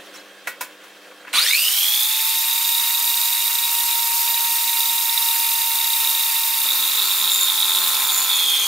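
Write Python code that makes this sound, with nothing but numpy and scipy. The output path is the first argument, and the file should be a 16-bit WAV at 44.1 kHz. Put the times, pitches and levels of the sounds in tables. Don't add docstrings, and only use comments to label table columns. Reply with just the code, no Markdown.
import sys
import numpy as np
from scipy import signal
from scipy.fft import rfft, irfft, next_fast_len
from scipy.io import wavfile
from scipy.ndimage import uniform_filter1d, map_coordinates

SR = 44100
rng = np.random.default_rng(int(sys.argv[2]) if len(sys.argv) > 2 else 0)


def inscribe(sig):
    pcm = np.round(np.clip(np.atleast_2d(sig).T, -1, 1) * 32767)
    wavfile.write(sys.argv[1], SR, pcm.astype(np.int16))


N = 382347
T = np.arange(N) / SR

# t/s, whine level/dB, relative gear rattle level/dB, mesh tone level/dB,
# torque holding the teeth together (0-1), hard slaps per gear turn (about)
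DRIVE = [(1.335, -58, -54, -54, .65, 1.5), (1.38, -52, -25, -28, .68, 1.63),
         (1.42, -74, -41, -37, 0.95, 1.4), (1.47, -70, -27, -37, 0.7, 1.3),
         (1.56, -58, -20.5, -25, 0.7, 1.47), (1.7, -51, -24.5, -31, 0.78, 1.15),
         (1.92, -46.5, -24.5, -26.5, 0.76, .9), (2.25, -38, -33, -35, 0.66, 0.43),
         (2.6, -36.5, -33.5, -33.5, 0.27, 0.32), (3.5, -37, -35, -37, 0, .3),
         (4.0, -31.5, -36, -48, 0.46, 0.31), (5.0, -34, -36.5, -48, .3, 0.29),
         (5.5, -32.5, -35, -48, 0.43, 0.33), (6.2, -36, -33.5, -37, 0.65, 0.35),
         (6.6, -35, -34.5, -39, 0.4, .44), (6.68, -43.5, -29, -35, 0.71, .65),
         (7.0, -44, -30.5, -34, 0.55, 0.69), (7.45, -42, -27, -31, 0.74, 0.86),
         (7.9, -42, -30.5, -33, .7, .75), (8.27, -39, -26.5, -34, 0.8, 0.73),
         (8.3, -45, -24, -23.5, 0.96, 2.0), (8.67, -46, -21, -23.5, 0.94, 2.4)]
# f/Hz, relative level/dB per Hz
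SCRAPE = [(2800, -36), (3400, -3), (3900, 3), (4500, 2), (5200, -34)]

GEAR_RATIO = 37 / 4
ON_S, BITE_S, BOG_S = 1.333, 6.8, 8.3


def amp(db):
    return 10 ** (np.asarray(db) / 20)


def unit(x):
    return x / np.sqrt(np.mean(x ** 2) + 1e-20)


def along(points, hz):
    f, v = np.transpose(points)
    return np.interp(np.log(hz + 1), np.log(f + 1), v)


def curves(rows, before=-120):
    s, *cols = np.transpose(rows)
    return [np.interp(T, s, c, left=before) for c in cols]


def ramp(from_s, length_s):
    return np.clip((T - from_s) / length_s, 0, 1)


def wobble(rate):
    knots = rng.standard_normal(int(N * rate / SR) + 4)
    return map_coordinates(knots, [T * rate])


def filtered(x, response):
    m = next_fast_len(N + SR // 2)
    return irfft(rfft(x, m) * response(np.fft.rfftfreq(m, 1 / SR)), m)[..., :N]


def coloured(x, spectrum):
    return unit(filtered(x, lambda hz: amp(along(spectrum, hz))))


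def noise(spectrum, patchy_db):
    z = signal.stft(rng.standard_normal(N), nperseg=256)[2]
    field = uniform_filter1d(rng.standard_normal(z.shape), 4, 0)
    field = uniform_filter1d(field, 8, 1)
    patched = signal.istft(z * amp(patchy_db * unit(field)), nperseg=256)[1][:N]
    return coloured(patched, spectrum)


def tone(turns, blur):
    return np.sqrt(2) * np.sin(2 * np.pi * turns + blur * wobble(40))


def speed():
    # t/s, whine lost f/Hz
    sag = [(1.3, 0), (3.1, 0), (4.0, 4.4), (5.0, 10.7), (6.5, 18.8), (7.05, 32.3), (7.5, 46.2), (7.7, 48.5),
           (8.1, 50.2), (8.26, 62), (8.34, 81.7), (8.4, 93), (8.67, 128.5)]
    kick_hz, climb_hz_per_s = 217, 1800
    free_hz, settle_hz, settle_s = 936, 544, .34
    t = T - ON_S
    climb = kick_hz + climb_hz_per_s * t
    settling = free_hz - settle_hz * np.exp(-t / settle_s)
    return (t > 0) * (np.minimum(climb, settling) - curves(sag, before=0)[0])


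def locked():
    # from t/s, to t/s, depth (0-1)
    lock_spans = [(6.9, 6.98, .3), (7.15, 7.24, .3), (7.31, 7.48, 1.0), (8.11, 8.29, 1.0)]
    edge_s = .03
    return sum(depth * (ramp(t0, edge_s) - ramp(t1 - edge_s, edge_s)) for t0, t1, depth in lock_spans)


def housing(hz):
    # f/Hz, half width to 1/e of the dB/Hz, peak gain/dB
    resonances = [(4250, 1760, 23), (8800, 1300, 12)]
    gain_db = sum(db * np.exp(-((hz - c) / w) ** 2) for c, w, db in resonances)
    return (hz > 0) * amp(gain_db)


def motor(turns):
    # t/s, brush hiss level/dB, vent whistle level/dB, fan level/dB
    roar = [(1.33, -33, -40, -29), (1.35, -22, -32, -20), (1.39, -24.5, -27, -19), (1.44, -24.5, -27, -26),
            (1.55, -24, -23, -30), (1.78, -24.5, -20, -30), (2.11, -25, -21.5, -30),
            (2.84, -25, -21, -30.5), (6.77, -26, -21.5, -30), (7.4, -26.5, -23.5, -31),
            (7.97, -25.5, -22, -30), (8.28, -27, -24, -31), (8.67, -26.5, -26, -30.5)]
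    # multiple of the whine, relative idling level/dB, relative run-up level/dB
    orders = [(2, -49, -66), (3, -43.5, -41), (5, -44.5, -39), (6, -45, -54), (7, -48, -34), (9, -48, -42),
              (13, -39, -50), (14, -37, -50)]
    # t/s, idling orders/dB, run-up orders/dB
    strain = [(1.42, -22, -8), (1.5, -20, 2.5), (1.6, -11, -5), (1.9, -2, -5), (2.3, 1, -21), (6.5, 3, -34),
              (6.8, 1, -30), (8.67, -11, -22)]
    # offset above it f/Hz, relative level/dB
    mains_sides = [(199, -53.5), (398, -53)]
    # f/Hz, relative level/dB per Hz
    hiss_spectrum = [(2530, -44), (4300, -3), (4770, 0), (6040, -4.5), (7010, -0.5), (7620, -5),
                     (8320, 1.5), (10700, -1), (13900, -32), (22000, -120)]
    # f/Hz, relative level/dB per Hz
    fan_spectrum = [(59, -77), (100, -46), (813, -23.5), (882, -16), (926, -12), (1040, -14), (1110, -10.5),
                    (1730, -12.5), (1840, -9), (2510, -1.5), (3160, -7), (3720, -1.5), (4180, -5),
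                    (5000, -24), (6500, -12.5), (11000, -120)]
    # f/Hz, relative level/dB per Hz
    vent_early = [(6120, -37.5), (10400, -14), (11700, 4.5), (12900, -0.5), (13600, 4), (15100, 0),
                  (15900, -4)]
    # f/Hz, relative level/dB per Hz
    vent_late = [(6100, -38.5), (10400, -6.5), (11200, -3), (11900, 0.5), (12600, -2), (13000, 2.5),
                 (13900, 1), (14500, -3), (15200, 0.5), (15900, -8.5)]
    lock_whine_db, commutator_db = -13, -45.5

    whine_db = curves(DRIVE)[0] + lock_whine_db * locked()
    hiss_db, vent_db, fan_db = curves(roar)
    idle_db, surge_db = curves(strain)
    out = amp(whine_db + 0.59 * wobble(15)) * tone(turns, 0.056)
    sides = sum(amp(db + wobble(13)) * tone(turns + hz * T, 0.18) for hz, db in mains_sides)
    out += amp(idle_db) * sides

    commutator_gain = housing(12 * speed()) * amp(commutator_db + 2 * wobble(5) + 3 * wobble(150))
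    out += commutator_gain * (tone(12 * turns, 3) + wobble(500) * tone(12 * turns, 1))
    for k, db, run_db in orders:
        flutter = np.sqrt(housing(k * speed())) * amp(surge_db + run_db) * wobble(450)
        steady = amp(idle_db + db + 2.8 * wobble(45))
        out += (steady + flutter) * tone(k * turns, 0.8 + .1 * k)

    sparks = amp(1.13 * wobble(300) + 0.27 * wobble(7.4))
    late = ramp(3.66, 1.5)
    vent = np.sqrt(1 - late) * noise(vent_early, patchy_db=0)
    vent += np.sqrt(late) * noise(vent_late, patchy_db=0.5)
    hiss = amp(hiss_db) * noise(hiss_spectrum, patchy_db=1) + amp(vent_db) * vent
    return out + sparks * hiss + amp(fan_db) * noise(fan_spectrum, patchy_db=1.5)


def slaps(gear, grip, per_turn, width, soft_db):
    k = np.floor(2 * gear).astype(int)
    draw = rng.standard_normal((k[-1] + 1, 4))
    first = np.searchsorted(k, np.arange(len(draw)))
    backlash = np.cumsum(per_turn[first] / 2 * amp(6 * draw[:, 3] - 2))
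    hard = np.diff(np.floor(backlash), prepend=0)[k] > 0
    draw, slack = draw[k], 1 - np.clip(grip, 0, 1)
    centre = .5 + np.clip(0.22 * slack * draw[:, 0], -.25, .25)
    size = amp(np.where(hard, 1.8 * draw[:, 1], soft_db + 5 * draw[:, 1]))
    env = size * np.exp(-((2 * gear - k - centre) / width) ** 2)
    env = env * np.exp(4j * slack * draw[:, 2])
    power = uniform_filter1d(np.abs(env) ** 2, size=SR // 6)
    return env / np.sqrt(np.abs(power) + 1e-9)


def gearbox(turns):
    # f/Hz, width f/Hz, level added to the direct sound/dB
    cup_modes = [(3660, 45, 3), (3870, 30, 12), (3800, 550, 3)]
    # f/Hz, relative level/dB per Hz
    case_spectrum = [(9300, -33), (9800, 14), (10400, 6), (11000, -37)]
    lock_rattle_db, lock_over_db = -6, 8
    over_db, over_load_db = -39, 6.5
    bog_sides_db = -41
    jolt_db, jolt_t60_s = -20, 1

    _, rattle_db, mesh_db = curves(DRIVE)[:3]
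    grip, per_turn = curves(DRIVE, before=0.97)[3:]
    gear = turns / GEAR_RATIO
    rattle_db = rattle_db + lock_rattle_db * locked()
    loaded = ramp(BITE_S - .1, .3)
    slack = 1 - np.clip(grip, 0, 1)
    mesh = np.exp(8j * np.pi * turns)

    width = .2 - .06 * loaded + .2 * grip ** 8
    bursts = (slaps(gear, grip, per_turn, width=width, soft_db=-18) * mesh).real
    rattle = amp(rattle_db + 1.5 * wobble(6)) * bursts

    def cup(f):
        return 1 + sum(amp(db) * 1j * f * w / (c * c - f * f + 1j * f * w) for c, w, db in cup_modes)

    tight = slaps(gear, grip, np.ones(N), width=0.17, soft_db=-10)
    over = np.sqrt(2) * (tight * mesh ** 2).real
    case_ring = amp(-7) * np.abs(tight) * noise(case_spectrum, patchy_db=3)
    over += loaded * (amp(-3) * (tight * mesh ** 4).real + case_ring)
    over *= (T > ON_S) * amp(over_db + over_load_db * loaded + lock_over_db * locked() + 1.5 * wobble(8))

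    mesh_tone = amp(mesh_db + 3 * slack * wobble(30)) * tone(4 * turns, 2.5 * slack)
    sides = sum(amp(bog_sides_db + 2.5 * wobble(30)) * tone(k * turns, 0.37) for k in (3, 5))
    mesh_tone += ramp(BOG_S, .02) * sides

    jolt_fade = amp(jolt_db - 60 * np.abs(T - ON_S) / jolt_t60_s)
    jolt = ramp(ON_S, 0.025) * jolt_fade * noise(SCRAPE, patchy_db=3)
    return filtered(rattle, cup) + mesh_tone + over + jolt


def singing():
    # from t/s, to t/s, first f/Hz, last f/Hz, level/dB
    lines = [(1.459, 1.533, 3610, 3680, -27), (2.003, 2.55, 3870, 3840, -34),
             (7.31, 7.507, 3680, 3665, -24.5), (8.292, 8.627, 3694, 3585, -27.5)]
    out = 0
    for t0, t1, hz0, hz1, db in lines:
        edge = np.clip(np.minimum(T - t0, t1 - T) / 0.0089, 0, 1)
        cycles = np.cumsum(np.interp(T, [t0, t1], [hz0, hz1])) / SR
        out = out + amp(db + 2 * wobble(30)) * edge * tone(cycles, 0.41)
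    return out


def pilot_bit(turns):
    # t/s, level/dB
    pressure = [(5.97, -87), (6.03, -52.5), (6.18, -67), (6.6, -75), (6.66, -49), (6.69, -61), (6.72, -51),
                (6.94, -53.5), (7.02, -48), (7.11, -52.5), (7.3, -49), (7.33, -54), (7.41, -50.5),
                (7.5, -51.5), (7.96, -48.5), (8.28, -50.5), (8.67, -49.5)]
    # f/Hz, relative level/dB per Hz
    board = [(88, -50), (150, -7.5), (468, 1.5), (571, -1), (748, -3), (820, -1), (1070, -61), (1800, -120)]
    # f/Hz, relative level/dB per Hz
    chips = [(410, -53), (700, -69), (745, -5.5), (1050, 8.5), (1180, -2.5), (1290, 6.5), (1900, -10.5),
             (2470, -42), (4180, -120)]
    scrape_db, rasp_db = 18.5, 12.5
    rasp_grow_db, rasp_bog_db = 3.5, -5.5

    thud_db, = curves(pressure)
    rasp_db = thud_db + rasp_db + rasp_grow_db * ramp(BITE_S, 1.1) + rasp_bog_db * ramp(BOG_S, 0.18)
    gear = turns / GEAR_RATIO
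    bites = np.diff(np.floor(gear), prepend=0) * amp(0.38 * wobble(91))
    gate = (.5 + .5 * np.cos(2 * np.pi * gear)) ** 2
    crumble = coloured((gate + 1.8) * rng.standard_normal(N), chips)
    rasp = unit(coloured(bites, chips) + .9 * crumble)
    scrape = amp(thud_db + scrape_db) * noise(SCRAPE, patchy_db=3)
    thud = sum(amp(along(board, k * 96) + 4 * wobble(5)) * tone(k * gear, .15) for k in range(2, 9))
    thud = unit(unit(thud) + 0.3 * noise(board, patchy_db=4))
    return amp(thud_db) * thud + amp(rasp_db) * rasp + scrape


def knocks():
    # t/s, relative level/dB, main f/Hz, relative treble level/dB, decay scale t/s
    contacts = [(0.139, -30, 2620, -10, 0.1), (0.16, -37, 1610, -7, 0.083), (0.472, -7, 1937, -15, 0.087),
                (0.609, -12.5, 1000, -6, 0.1), (0.837, -36.5, 510, -7, 0.15),
                (1.113, -29.5, 1120, -22, 0.1), (1.249, -25, 1590, -27, 0.088),
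                (1.271, -23.5, 1036, -31, 0.11), (1.28, -24, 1087, -29, 0.085),
                (1.335, -10.5, 2360, -12, 0.24)]
    # f/Hz, relative level/dB
    stand = [(533, -7), (1000, -4.5), (1459, 0), (1906, -13), (2250, -2), (2589, -2.5)]
    out, t = np.zeros(N + SR), T[:SR // 3]
    clack = noise([(300, -38), (600, 0), (2000, 7), (3500, -7), (7000, -22)], patchy_db=0.5)
    for s, db, hz, treble_db, decay_s in contacts:
        start = round(s * SR)
        ring = 1.04 * clack[start:][:len(t)]
        for f, level in stand + [(hz, 3)]:
            jitter = 0.07 * np.cumsum(rng.standard_normal(len(t)))
            ring += amp(level + rng.normal(0, 1.4)) * np.sin(2 * np.pi * f * t + jitter)
        fizz = rng.standard_normal(len(t)) * amp(treble_db + 16.0 - 60 * t / 0.16)
        tail = 0.58 * amp(-60 * t / (2.9 * decay_s)) + amp(-60 * t / (.5 * decay_s))
        attack = 1 - np.exp(-t / 0.00049)
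        out[start:][:len(t)] += amp(db - 20) * (ring * tail + fizz) * attack
    return filtered(out[:N], lambda hz: hz ** 2 / (hz ** 2 + 300 ** 2))


def workshop():
    # t/s, level/dB
    shop = [(0.0, -46), (0.37, -49), (1.0, -49.5), (1.38, -49), (1.55, -53.5), (1.86, -61), (2.2, -72),
            (8.67, -59)]
    # f/Hz, relative level/dB per Hz
    air = [(94, -62), (160, -18), (190, -21), (254, -17.5), (296, -7.5), (403, -9), (444, -10), (498, -1),
           (806, -14), (853, -12.5), (1640, -6.5), (2320, -11.5), (3280, -11.5), (3760, -14.5),
           (15900, -27.5)]
    # f/Hz, level at the start/dB
    hum_lines = [(199.2, -63.5), (301.5, -58.5), (398.4, -61), (495.3, -57), (597.5, -65), (710.6, -63),
                 (796.7, -63), (1104, -60.5), (1400, -74), (1620, -57.5), (1744, -59), (2600, -58),
                 (2799, -63), (3198, -54.5), (3596, -59), (3994, -62), (4398, -65)]
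    shop_db = curves(shop)[0]
    hum = sum(amp(db + wobble(2.6)) * tone(hz * T, 0.11) for hz, db in hum_lines)
    air_noise = amp(-42.5 + wobble(26)) * noise(air, patchy_db=1.5)
    swell = np.exp(-((T - .17) / 0.035) ** 2)
    scrape = amp(-44.5) * swell * noise([(1500, -22), (5000, 2), (15000, -16)], patchy_db=8)
    return amp(shop_db - shop_db[0]) * (hum + air_noise) + scrape


def scene():
    # f/Hz, likeness (0-1)
    alike = [(60, .998), (500, .995), (1000, .96), (2400, .8), (4000, .66), (6000, .6), (15000, .6)]
    # f/Hz, left over right level/dB
    balance = [(60, 0.0), (120, 0.0), (240, 0.0), (480, 0.0), (950, 0.0), (1890, -0.5), (3770, -2.0),
               (7520, 0.0), (15000, -3.0)]
    turns = np.cumsum(speed()) / SR
    dry = motor(turns) + gearbox(turns) + singing() + pilot_bit(turns) + knocks() + workshop()
    z = signal.stft(dry, nperseg=512)[2]
    drift = uniform_filter1d(rng.standard_normal(z.shape), size=8, axis=1)
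    drift = uniform_filter1d(drift, size=3, axis=0)
    wet = signal.istft(z * np.exp(2.5j * unit(drift)), nperseg=512)[1][:N]

    def shares(hz):
        angle = np.arccos(np.clip(along(alike, hz), 0, 1)) / 2
        return np.array([np.cos(angle), np.sin(angle)])

    mid, side = filtered(np.array([dry, wet]), shares)
    pair = np.array([mid + side, mid - side])
    return filtered(pair, lambda hz: amp(np.outer([.5, -.5], along(balance, hz))))


def record(dry):
    return filtered(dry, lambda hz: hz < 15750)


dry = scene()
out = record(dry)
inscribe(out)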